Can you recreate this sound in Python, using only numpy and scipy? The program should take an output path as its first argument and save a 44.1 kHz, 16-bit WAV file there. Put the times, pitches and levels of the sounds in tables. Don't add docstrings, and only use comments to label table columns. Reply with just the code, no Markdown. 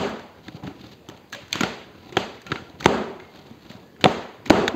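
import sys
import numpy as np
from scipy import signal
from scipy.io import wavfile
from scipy.ndimage import uniform_filter1d

SR = 44100
rng = np.random.default_rng(int(sys.argv[2]) if len(sys.argv) > 2 else 0)


def generate_wav(sig):
    pcm = np.round(np.clip(np.atleast_2d(sig).T, -1, 1) * 32767).astype(np.int16)
    wavfile.write(sys.argv[1], SR, pcm)


def volts_from_decibels(level):
    exponent = np.asarray(level, float) / 20
    return 10 ** exponent


N = 209651
LEAD = 2205
EARLY_S = -0.016

# frequency in Hz, level in dB.
HUM_SPECTRUM = [(25, -37), (45, -1), (90, -4.5), (380, -8), (700, -13), (1300, -22), (4400, -27),
                (7800, -31.5), (8900, -17), (11500, -15.5), (11700, -22.5), (16000, -14.5)]
# frequency in Hz, 60 dB decay in seconds.
YARD_DECAY = [(60, 0.41), (250, 0.66), (700, 0.84), (2000, 0.84), (5000, 0.68), (9000, 0.53), (16000, 0.4)]
# delay in seconds, level in dB.
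ECHO_SWELL = [(0, -27), (.006, -1), (.02, 1), (.05, 1), (.1, 0.5), (.2, -0.5), (.3, -2.5), (.5, -3)]
# frequency in Hz, level in dB.
ECHO_TONE = [(60, 0), (150, -3.5), (250, 0.5), (8300, -0.5), (8800, -8), (11400, -13), (11900, -7.5),
             (16000, -10)]
# frequency in Hz, level in dB.
CRACK_ECHO_COLOUR = [(200, 3.5), (700, -7.5), (1500, -0.5), (3500, -0.5), (7000, -9), (8400, -8.5),
                     (9000, -2), (11300, 0.5), (12000, -3.5), (16000, -5)]
# frequency in Hz, level in dB.
SLAP_ECHO_COLOUR = [(50, 1.5), (130, -6), (220, 6), (310, -4.5), (400, 5), (500, -1), (950, -5.5),
                    (1600, -13), (4000, -32), (16000, -23.5)]
# frequency in Hz, level in dB.
OVERALL_TONE = [(30, -31), (80, -0.5), (4750, -1), (5050, -8.5), (5900, -9.5), (6150, -2.5), (7620, -7),
                (7760, -12.5), (8400, -15.5), (8800, -28.5), (11540, -29.5), (11640, -15.5), (15720, -23.5),
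                (15880, -59)]

# frequency in Hz, 60 dB decay in seconds, level in dB.
BOX_MODES = [(169, 0.012, 12), (205, 0.036, -3), (319.7, 0.032, 5.5), (400, 0.084, -7.5), (522, 0.035, -2),
             (775, 0.029, 1.5), (974, 0.029, -2), (1297, 0.015, 0.5), (2130, 0.0069, 1.5)]
# frequency in Hz, level in dB.
STRAP_SPECTRUM = [(300, -43.5), (900, -7.5), (1500, 8), (2600, 3), (3600, 7), (4500, 1), (6300, 0),
                  (9000, -7), (16000, -2)]
# frequency in Hz, level in dB.
SCRAPE_SPECTRUM = [(300, -34), (1000, -3.5), (2500, -2), (4000, 2.5), (8000, -12.5), (16000, -0.5)]

# peak time in seconds, peak level in dB,
# rise in seconds, fall in seconds (both over 20 dB).
STRAP_SCRAPES = [(.485, -46, 0.12, 0.027), (.558, -47.5, 0.11, 0.054), (.637, -45, 0.008, 0.03),
                 (.675, -40, .02, 0.024), (.72, -70, .03, 0.34), (.812, -51.5, .045, 0.017),
                 (.838, -52, 0.0056, 0.024), (.86, -52.5, 0.025, .3), (.935, -46, 0.19, 0.013),
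                 (1.17, -53, 0.12, 0.033), (1.405, -49, .011, 0.07), (1.522, -42, 0.026, 0.0057),
                 (1.99, -55, 0.056, 0.17), (2.1, -50, 0.19, 0.025), (2.126, -41, 0.0057, 0.0087),
                 (2.16, -44, 0.023, .006), (2.36, -53, 0.0094, .05), (2.414, -54, 0.006, .11),
                 (2.468, -32, 0.0039, 0.011), (2.503, -46, .018, .011), (2.808, -30.5, 0.01, 0.011),
                 (2.84, -47, .07, .011), (3.358, -48, .08, 0.12), (3.48, -52.5, .14, 0.15),
                 (3.658, -53.5, 0.11, 0.1), (3.706, -44, 0.041, 0.19), (4.016, -35.5, .006, 0.043),
                 (4.345, -57.5, .021, 0.24), (4.463, -32, 0.0082, 0.021), (4.71, -48, .011, .08)]
# peak time in seconds, peak level in dB,
# rise in seconds, fall in seconds (both over 20 dB).
GLOVE_SHOVES = [(.392, -52, 0.057, .04), (.485, -37, 0.048, 0.035), (.54, -47.5, 0.12, 0.41),
                (.636, -32.5, 0.005, 0.017), (.68, -35, 0.058, 0.015), (.74, -50, .11, 0.28),
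                (.84, -46, 0.015, 0.066), (.936, -48, 0.035, 0.018), (1.11, -47.5, .015, 0.19),
                (1.405, -49, 0.0085, 0.1), (1.52, -40, 0.016, 0.0043), (1.865, -65, 0.012, 0.033),
                (1.95, -52, 0.032, 0.059), (2.11, -44.5, 0.4, 0.052), (2.158, -37, 0.021, 0.011),
                (2.47, -38.5, 0.012, 0.11), (2.51, -44, 0.044, 0.0045), (2.605, -39.5, 0.014, 0.088),
                (2.756, -41, 0.023, .024), (2.81, -34, 0.014, 0.12), (3.225, -46, .011, 0.061),
                (3.335, -48.5, .021, .16), (3.52, -49.5, 0.089, 0.16), (3.658, -41, 0.015, .021),
                (3.706, -48, 0.047, 0.27), (4.036, -36, 0.051, 0.014), (4.404, -47, 0.037, .21),
                (4.465, -35, 0.0082, 0.1), (4.705, -44, 0.0091, 0.011), (4.752, -35, 0.032, .021)]

# start in seconds, peak level in dB, # ring in Hz, 60
# dB decay in seconds, brightness in dB per octave.
FIBRE_BREAKS = [(.094, -23, 6500, .01, 14), (.668, -35, 2200, .03, -3), (1.3, -34, 6310, .01, 11),
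                (1.5075, -34, 1600, .015, 7), (1.5215, -24, 6300, .03, 9), (2.801, -28, 4500, 0.034, 6),
                (2.8245, -28, 6300, .025, 8), (2.843, -15, 6300, .014, 8), (2.8564, -16, 3200, 0.014, 4),
                (2.697, -36.5, 4400, .015, 5), (4.054, -21, 7000, .03, 6), (4.4562, -28, 5600, .02, 6),
                (4.6786, -8, 3500, 0.0063, -2), (4.499, -6.5, 6500, 0.0052, 5), (1.5278, -4, 4220, 0.01, 7),
                (.483, -25.5, 2200, 0.0089, -1), (2.557, -28.5, 4000, .02, 1), (4.679, -9, 2340, 0.015, -2),
                (2.858, -4.5, 3450, .008, 4.5), (2.1685, -8.5, 2000, 0.011, 1.5), (2.9, -37, 6200, .01, 8),
                (.936, -41, 3000, .015, 3)]
# start in seconds, # length
# in seconds, start pitch in Hz, end pitch in Hz, level in dB.
MORE_DRONES = [
    (2.905, 0.059, 400, 425, -20.5),
    (4.55, 0.055, 400, 394, -17),
    (.805, .02, 205, 200, -42),
    (.925, 0.0255, 150, 150, -42),
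    (2.97, .065, 390, 370, -29),
    (3.05, .08, 370, 400, -33),
    (3.14, .1, 380, 370, -40),
    (2.124, .04, 400, 400, -40),
    (4.6, .06, 410, 400, -25),
]
# start in seconds, peak level in dB,
# pitch in Hz, 60 dB decay in seconds.
STRAP_PINGS = [(1.528, -11, 3450, .012), (1.5285, -12, 4200, .01), (1.5285, -12, 6300, .012),
               (1.5285, -12, 7500, .01), (1.608, -14, 6800, .015), (4.0575, -8, 3500, .008),
               (4.679, -14, 2300, .012), (4.6795, -15, 3100, .012), (2.169, -13, 3200, .012),
               (2.169, -13, 1900, .012), (.483, -31, 1750, .012), (.634, -36, 850, .02),
               (3.199, -36, 2200, .02), (1.555, -22, 1000, .015)]
# start in seconds, length in seconds,
# start pitch in Hz, end pitch in Hz, level in dB.
STRAP_TWANGS = [(1.326, 0.023, 1660, 1640, -34), (1.35, 0.057, 558, 585, -42.5),
                (2.463, 0.052, 1350, 1395, -42), (2.565, 0.04, 1388, 1380, -39),
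                (2.655, 0.04, 1380, 1395, -49), (3.201, 0.014, 2170, 2100, -40),
                (3.204, 0.14, 2150, 2100, -53), (3.81, 0.2, 1673, 1725, -64),
                (1.633, 0.013, 1480, 1490, -20.5), (2.858, 0.12, 400, 400, -23.5),
                (4.516, 0.18, 400, 400, -20.5), (4.057, 0.04, 725, 745, -21.5)]

# start in seconds, peak level in dB, ring in Hz,
# brightness in dB per octave.
LOOSE_TICKS = [(0.1943, -29, 1670, -2), (0.6747, -33, 2120, -10), (0.836, -48, 3320, 10),
               (0.9353, -46, 3160, -3), (1.174, -37, 1630, 7), (2.6976, -44, 2100, -3.5),
               (3.249, -40.5, 2160, -13), (3.3572, -32.5, 1820, 8), (3.466, -51, 3810, 2),
               (3.509, -39, 1560, 8), (3.6308, -38, 4540, 7), (3.754, -38, 1720, 3),
               (3.964, -41.5, 1670, -6)]
# start in seconds, peak level in dB, ring in Hz,
# brightness in dB per octave, share thrown to the walls in dB.
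FRAYING_TEARS = [(0.6344, -34.5, 1800, 11, -7), (0.812, -35, 4350, 4, -14.5), (1.333, -19, 4330, 8, -21),
                 (1.347, -19, 1640, 3.5, -21), (1.6068, -9, 2300, 4.5, -16.5),
                 (2.1231, -29.5, 2150, 2, -10.5), (2.169, -9, 3360, -5, -14),
                 (2.4652, -25, 2540, 2.5, -13.5), (2.5171, -11.5, 1600, -7.5, -20.5),
                 (2.5574, -21.5, 2300, -7, -20), (2.806, -19, 1484, 3.5, -32),
                 (4.0095, -25.5, 1590, 3, -12), (4.0575, -12, 3530, 3, -44), (4.459, -22.5, 2280, 1.5, -35),
                 (4.679, -9.5, 1660, -1.5, -40)]
# start in seconds, peak level in dB, ring in Hz,
# brightness in dB per octave, share thrown to the walls in dB.
DRY_SNAPS = [(0.4817, -28.5, 1820, -2.5, -23), (1.087, -17.5, 3180, 7, -29.5), (1.0975, -29, 1740, 1, -31),
             (1.3228, -26, 4300, 10, -6.5), (1.327, -14.5, 1630, 9, -27), (1.481, -31, 1540, 11, -16),
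             (1.5279, -11, 2500, 2, -10.5), (1.555, -12.5, 1520, 3, -14.5), (1.6334, -9, 1500, -5.5, -16),
             (2.4166, -27, 1600, 14.5, -30), (2.827, -23.5, 2470, 0.5, -13),
             (2.8438, -15.5, 2130, -1, -8.5), (2.858, 2.5, 1590, -5, -24.5), (3.199, -30.5, 2290, -5, -16),
             (3.7142, -31, 2540, 3, -22), (4.0409, 4.5, 3596, -1.2, -24), (4.475, -23, 3140, 8, -17),
             (4.4977, -6.5, 3150, 4, -13), (4.5031, 1.5, 2160, 1, -22.5)]
# peak level in dB, ring in Hz, brightness in dB per octave,
# share thrown to the walls in dB.
EARLIER_CRACK = (-11.5, 3300, 0.1, -10)

# start in seconds, peak level in dB, panel in Hz,
# share thrown to the walls in dB, 60 dB decay in seconds.
BOX_BUMPS = [(0.482, -29, 314, -25, 0.076), (0.5445, -28, 150, -17.5, 0.064), (0.633, -32, 300, -18, .05),
             (0.646, -26.5, 170, -16, 0.07), (0.6752, -24, 281, -29, 0.071), (0.834, -35, 127, -40, 0.12),
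             (1.323, -41.5, 260, -4.5, .1), (2.122, -30.5, 361, -12, 0.14),
             (2.517, -21.5, 382, -12.5, 0.087), (2.847, -23, 267, -29, .07), (3.506, -33, 237, -27, 0.082),
             (4.459, -33.5, 320, -23, .1), (4.479, -36, 205, -11, .07), (4.68, -25.5, 214, -15, .1),
             (4.74, -18, 310, -20, .1)]
# start in seconds, peak level in dB,
# patch in Hz, 60 dB decay in seconds.
EDGE_KNOCKS = [
    (1.607, -13, 1377, 0.042),
    (2.169, -9, 790, 0.015),
    (2.52, -17, 1390, 0.026),
    (2.858, 3.5, 888, 0.024),
    (4.041, -3.5, 933, 0.024),
    (4.059, -4, 786, 0.0097),
    (4.503, 5, 785, 0.0095),
]
# start in seconds,
# peak level in dB, panel in Hz, share thrown to the walls in dB.
STRAP_WHIPS = [(1.085, -29.5, 358, -12.5), (1.553, -19.5, 382, -16), (1.606, -11, 205, -14.5),
               (1.633, -12.5, 205, -18.5), (2.167, -8.5, 358, -17), (2.554, -28.5, 243, -27),
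               (2.699, -36, 263, -26), (2.857, 5.5, 357.6, -17), (3.345, -40, 149.5, -5.5),
               (3.451, -41.5, 154, -5), (3.702, -29.5, 241, -17), (3.749, -33.5, 198, -13),
               (4.039, -4, 214, -20.5), (4.051, -1, 487, -20.5), (4.057, 5.5, 758, -26),
               (4.07, -9.5, 300, -26), (4.497, -13, 308, -9.5), (4.503, 5, 622, -16.5),
               (4.506, -0.5, 320, -13)]
# peak level in dB, panel in Hz, share thrown to the walls in dB.
EARLIER_SLAP = (-1.5, 288, -15)


def evened(x):
    return x / np.sqrt(np.mean(x ** 2) + 1e-20)


def read(points, hz):
    f, value = np.transpose(points)
    return np.interp(np.log(hz + 1), np.log(f + 1), value)


def add(mix, s, sound):
    part = mix[round(s * SR) + LEAD:][:len(sound)]
    part += sound[:len(part)]


def colour(x, points, size=4096):
    log_gain = np.log(volts_from_decibels(read(points, abs(np.fft.fftfreq(size, 1 / SR)))))
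    taps = np.fft.ifft(np.exp(np.conj(signal.hilbert(log_gain)))).real[:size // 2]
    return signal.oaconvolve(x, taps)[:len(x)]


def ring(hz, t60, size=3000):
    t = np.arange(size) / SR
    return volts_from_decibels(-60 * t / t60) * np.sin(2 * np.pi * hz * t)


def air():
    hz = np.fft.rfftfreq(1024, 1 / SR)
    real, imag, patches = rng.standard_normal(((N + LEAD) // 256 + 5, 513, 3)).T
    patches = evened(uniform_filter1d(uniform_filter1d(patches, 10, 0), 12, 1))
    depth_db = np.interp(hz, [5000, 9000], [2.3, 0.8])[:, None]
    z = (real + 1j * imag) * volts_from_decibels(read(HUM_SPECTRUM, hz)[:, None] + depth_db * patches)
    hum = signal.istft(z, nperseg=1024, noverlap=768)[1][:N + LEAD]
    return volts_from_decibels(-47) * evened(hum)


def yard(feeds):
    taps = np.zeros((len(feeds), SR))
    at = np.arange(40, SR - 12, 12)
    at = at + rng.integers(0, 12, (len(feeds), len(at)))
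    np.put_along_axis(taps, at, rng.choice([-1., 1.], at.shape), 1)
    swell = volts_from_decibels(np.interp(np.arange(SR) / SR, *np.transpose(ECHO_SWELL)))
    hz, t, z = signal.stft(taps * swell, SR, nperseg=256)
    chance = rng.standard_normal(z.shape)
    lumps = evened(uniform_filter1d(uniform_filter1d(chance, 4, 1), 5, 2))
    glints = evened(uniform_filter1d(chance, size=60, axis=1))
    decay_db = -60 * t / read(YARD_DECAY, hz)[:, None]
    tails = signal.istft(z * volts_from_decibels(1.97 * lumps + 0.61 * glints + decay_db), SR, nperseg=256)[1]
    tails = tails / np.linalg.norm(tails, axis=1, keepdims=True)
    echo = signal.fftconvolve(feeds, tails, axes=1)[:, :N + LEAD].sum(0)
    return colour(echo, ECHO_TONE)


def strokes(rows, t):
    return sum(volts_from_decibels(db - 20 * np.maximum((s - t) / rise, (t - s) / fall)) for s, db, rise, fall in rows)


def drags():
    t = (np.arange(N + LEAD) - LEAD) / SR
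    slips = volts_from_decibels(3.6 * evened(uniform_filter1d(rng.standard_normal(len(t)), 300)))
    noise = rng.standard_normal((2, len(t)))
    grains_db = 2.0 * np.minimum(rng.exponential(1, (2, len(t))), 5)
    grit = noise * volts_from_decibels(grains_db) * slips
    bright = evened(colour(grit[0], SCRAPE_SPECTRUM))
    box = sum(volts_from_decibels(d) * ring(f, t60) for f, t60, d in BOX_MODES)
    dull = evened(signal.oaconvolve(grit[1], box)[:len(t)])
    return strokes(STRAP_SCRAPES, t) * bright + strokes(GLOVE_SHOVES, t) * dull


def twang(length, start_hz, end_hz, db, noise):
    u = np.linspace(0, 1, round(length * SR))
    flutter, wander = (evened(uniform_filter1d(z, 450))[:len(u)] for z in noise)
    glide_hz = start_hz + (end_hz - start_hz) * u
    tone = np.sin(2 * np.pi * np.cumsum(glide_hz) / SR + 0.65 * wander)
    return volts_from_decibels(db - 4.0 * u) * tone * (1 + 0.5 * flutter) * signal.windows.tukey(len(u), 0.4)


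def crack(db, hz, t60, tilt_db, noise):
    t = np.arange(len(noise)) / SR
    splutter = noise * volts_from_decibels(-60 * t / t60) * (1 - np.exp(-t / 0.00036)) ** 2
    tilted = [(f, d + tilt_db * np.log2(np.clip(f, 700, 8000) / 2500)) for f, d in STRAP_SPECTRUM]
    burst = colour(splutter, tilted)
    loose_end = np.convolve(splutter, ring(hz, 0.0048, size=400))[:len(t)]
    sound = evened(burst) + 1.15 * volts_from_decibels(-abs(tilt_db)) * evened(loose_end)
    return volts_from_decibels(db) * sound / abs(sound).max()


def slap(db, hz, t60, touch_ms, weights):
    panels = sum(w * volts_from_decibels(d) * ring(f, t) for w, (f, t, d) in zip(weights, BOX_MODES))
    push = np.exp(-(np.arange(-200, 200) / (SR * touch_ms / 4000 + 1)) ** 2)
    sound = np.convolve(ring(hz, t60) + 0.33 * panels, push)[160:]
    sound = signal.lfilter(*signal.butter(2, 105, "high", fs=SR), sound)
    return volts_from_decibels(db) * sound / abs(sound).max()


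def fibres():
    out = np.zeros(N + LEAD)
    for (s, *tick), z in zip(FIBRE_BREAKS, rng.standard_normal((len(FIBRE_BREAKS), 2000))):
        add(out, s, crack(*tick, z))
    for (s, *tone), z in zip(MORE_DRONES, rng.standard_normal((len(MORE_DRONES), 2, 12000))):
        add(out, s, twang(*tone, z))
    onset = np.minimum(np.arange(3000) / 20, 1)
    for s, db, hz, t60 in STRAP_PINGS:
        add(out, s, volts_from_decibels(db) * ring(hz, t60) * onset)
    return out


def all_cracks():
    snaps = [(*r, 0.015) for r in [(EARLY_S, *EARLIER_CRACK), *DRY_SNAPS]]
    tears = [(*r, 0.028) for r in FRAYING_TEARS]
    ticks = [(*r, -16.5, 0.013) for r in LOOSE_TICKS]
    return sorted(snaps + tears + ticks)


def all_slaps():
    whips = [(*r, 0.031, np.interp(r[1], [-24, 0], [0.52, 0.22]))
             for r in [(EARLY_S, *EARLIER_SLAP), *STRAP_WHIPS]]
    bumps = [(*r, 1.5) for r in BOX_BUMPS]
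    knocks = [(s, db, hz, -48, t60, 0.19) for s, db, hz, t60 in EDGE_KNOCKS]
    return sorted(whips + bumps) + knocks


def hits():
    dry, blows = np.zeros(N + LEAD), np.zeros((2, 3, N + LEAD))
    cracks, slaps = all_cracks(), all_slaps()
    noises = rng.standard_normal((len(cracks), 2000))
    for k, ((s, db, hz, tilt_db, echo_db, t60), z) in enumerate(zip(cracks, noises)):
        add(dry, s, crack(db, hz, t60, tilt_db, z) * (s > 0))
        add(blows[0, k % 3], s, volts_from_decibels([db + echo_db + 30]))
    weights = rng.standard_normal((len(slaps), len(BOX_MODES)))
    for k, ((s, db, hz, echo_db, t60, touch_ms), w) in enumerate(zip(slaps, weights)):
        add(dry, s + 0.00067, slap(db, hz, t60, touch_ms, w) * (s > 0))
        add(blows[1, k % 3], s, volts_from_decibels([db + echo_db + 41.5]))
    for (s, *tone), z in zip(STRAP_TWANGS, rng.standard_normal((len(STRAP_TWANGS), 2, 12000))):
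        add(dry, s, twang(*tone, z))
    crack_feeds = [colour(b, CRACK_ECHO_COLOUR) for b in blows[0]]
    slap_feeds = [colour(b, SLAP_ECHO_COLOUR) for b in blows[1]]
    return dry, np.array(crack_feeds + slap_feeds)


def scene():
    dry, feeds = hits()
    rubbing = drags()
    feeds[0] += volts_from_decibels(-15.5) * rubbing
    return (dry + rubbing + yard(feeds) + air() + fibres())[None, LEAD:]


def top_cut(x):
    return signal.sosfilt(signal.butter(12, 16450, fs=SR, output="sos"), x)


def record(dry):
    x = colour(dry[0], OVERALL_TONE)
    power_db = 10 * np.log10(abs(uniform_filter1d(x ** 2, 130)) + 1e-12)
    recovery_db = np.arange(N) * 162.0 / SR
    start_db = -5.5
    held_db = np.maximum.accumulate(np.maximum(power_db + recovery_db, start_db)) - recovery_db
    over_db = np.maximum(held_db + 13.0, 0)
    lag = np.exp(-1 / (0.0023 * SR))
    duck_db = signal.lfilter([1 - lag], [1, -lag], over_db, zi=[lag * over_db[0]])[0]
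    ducked = x * volts_from_decibels(1.5 - 0.49 * duck_db)
    mix = np.clip(ducked, -0.99, 0.99)[None]
    return top_cut(mix)


dry = scene()
out = record(dry)
generate_wav(out)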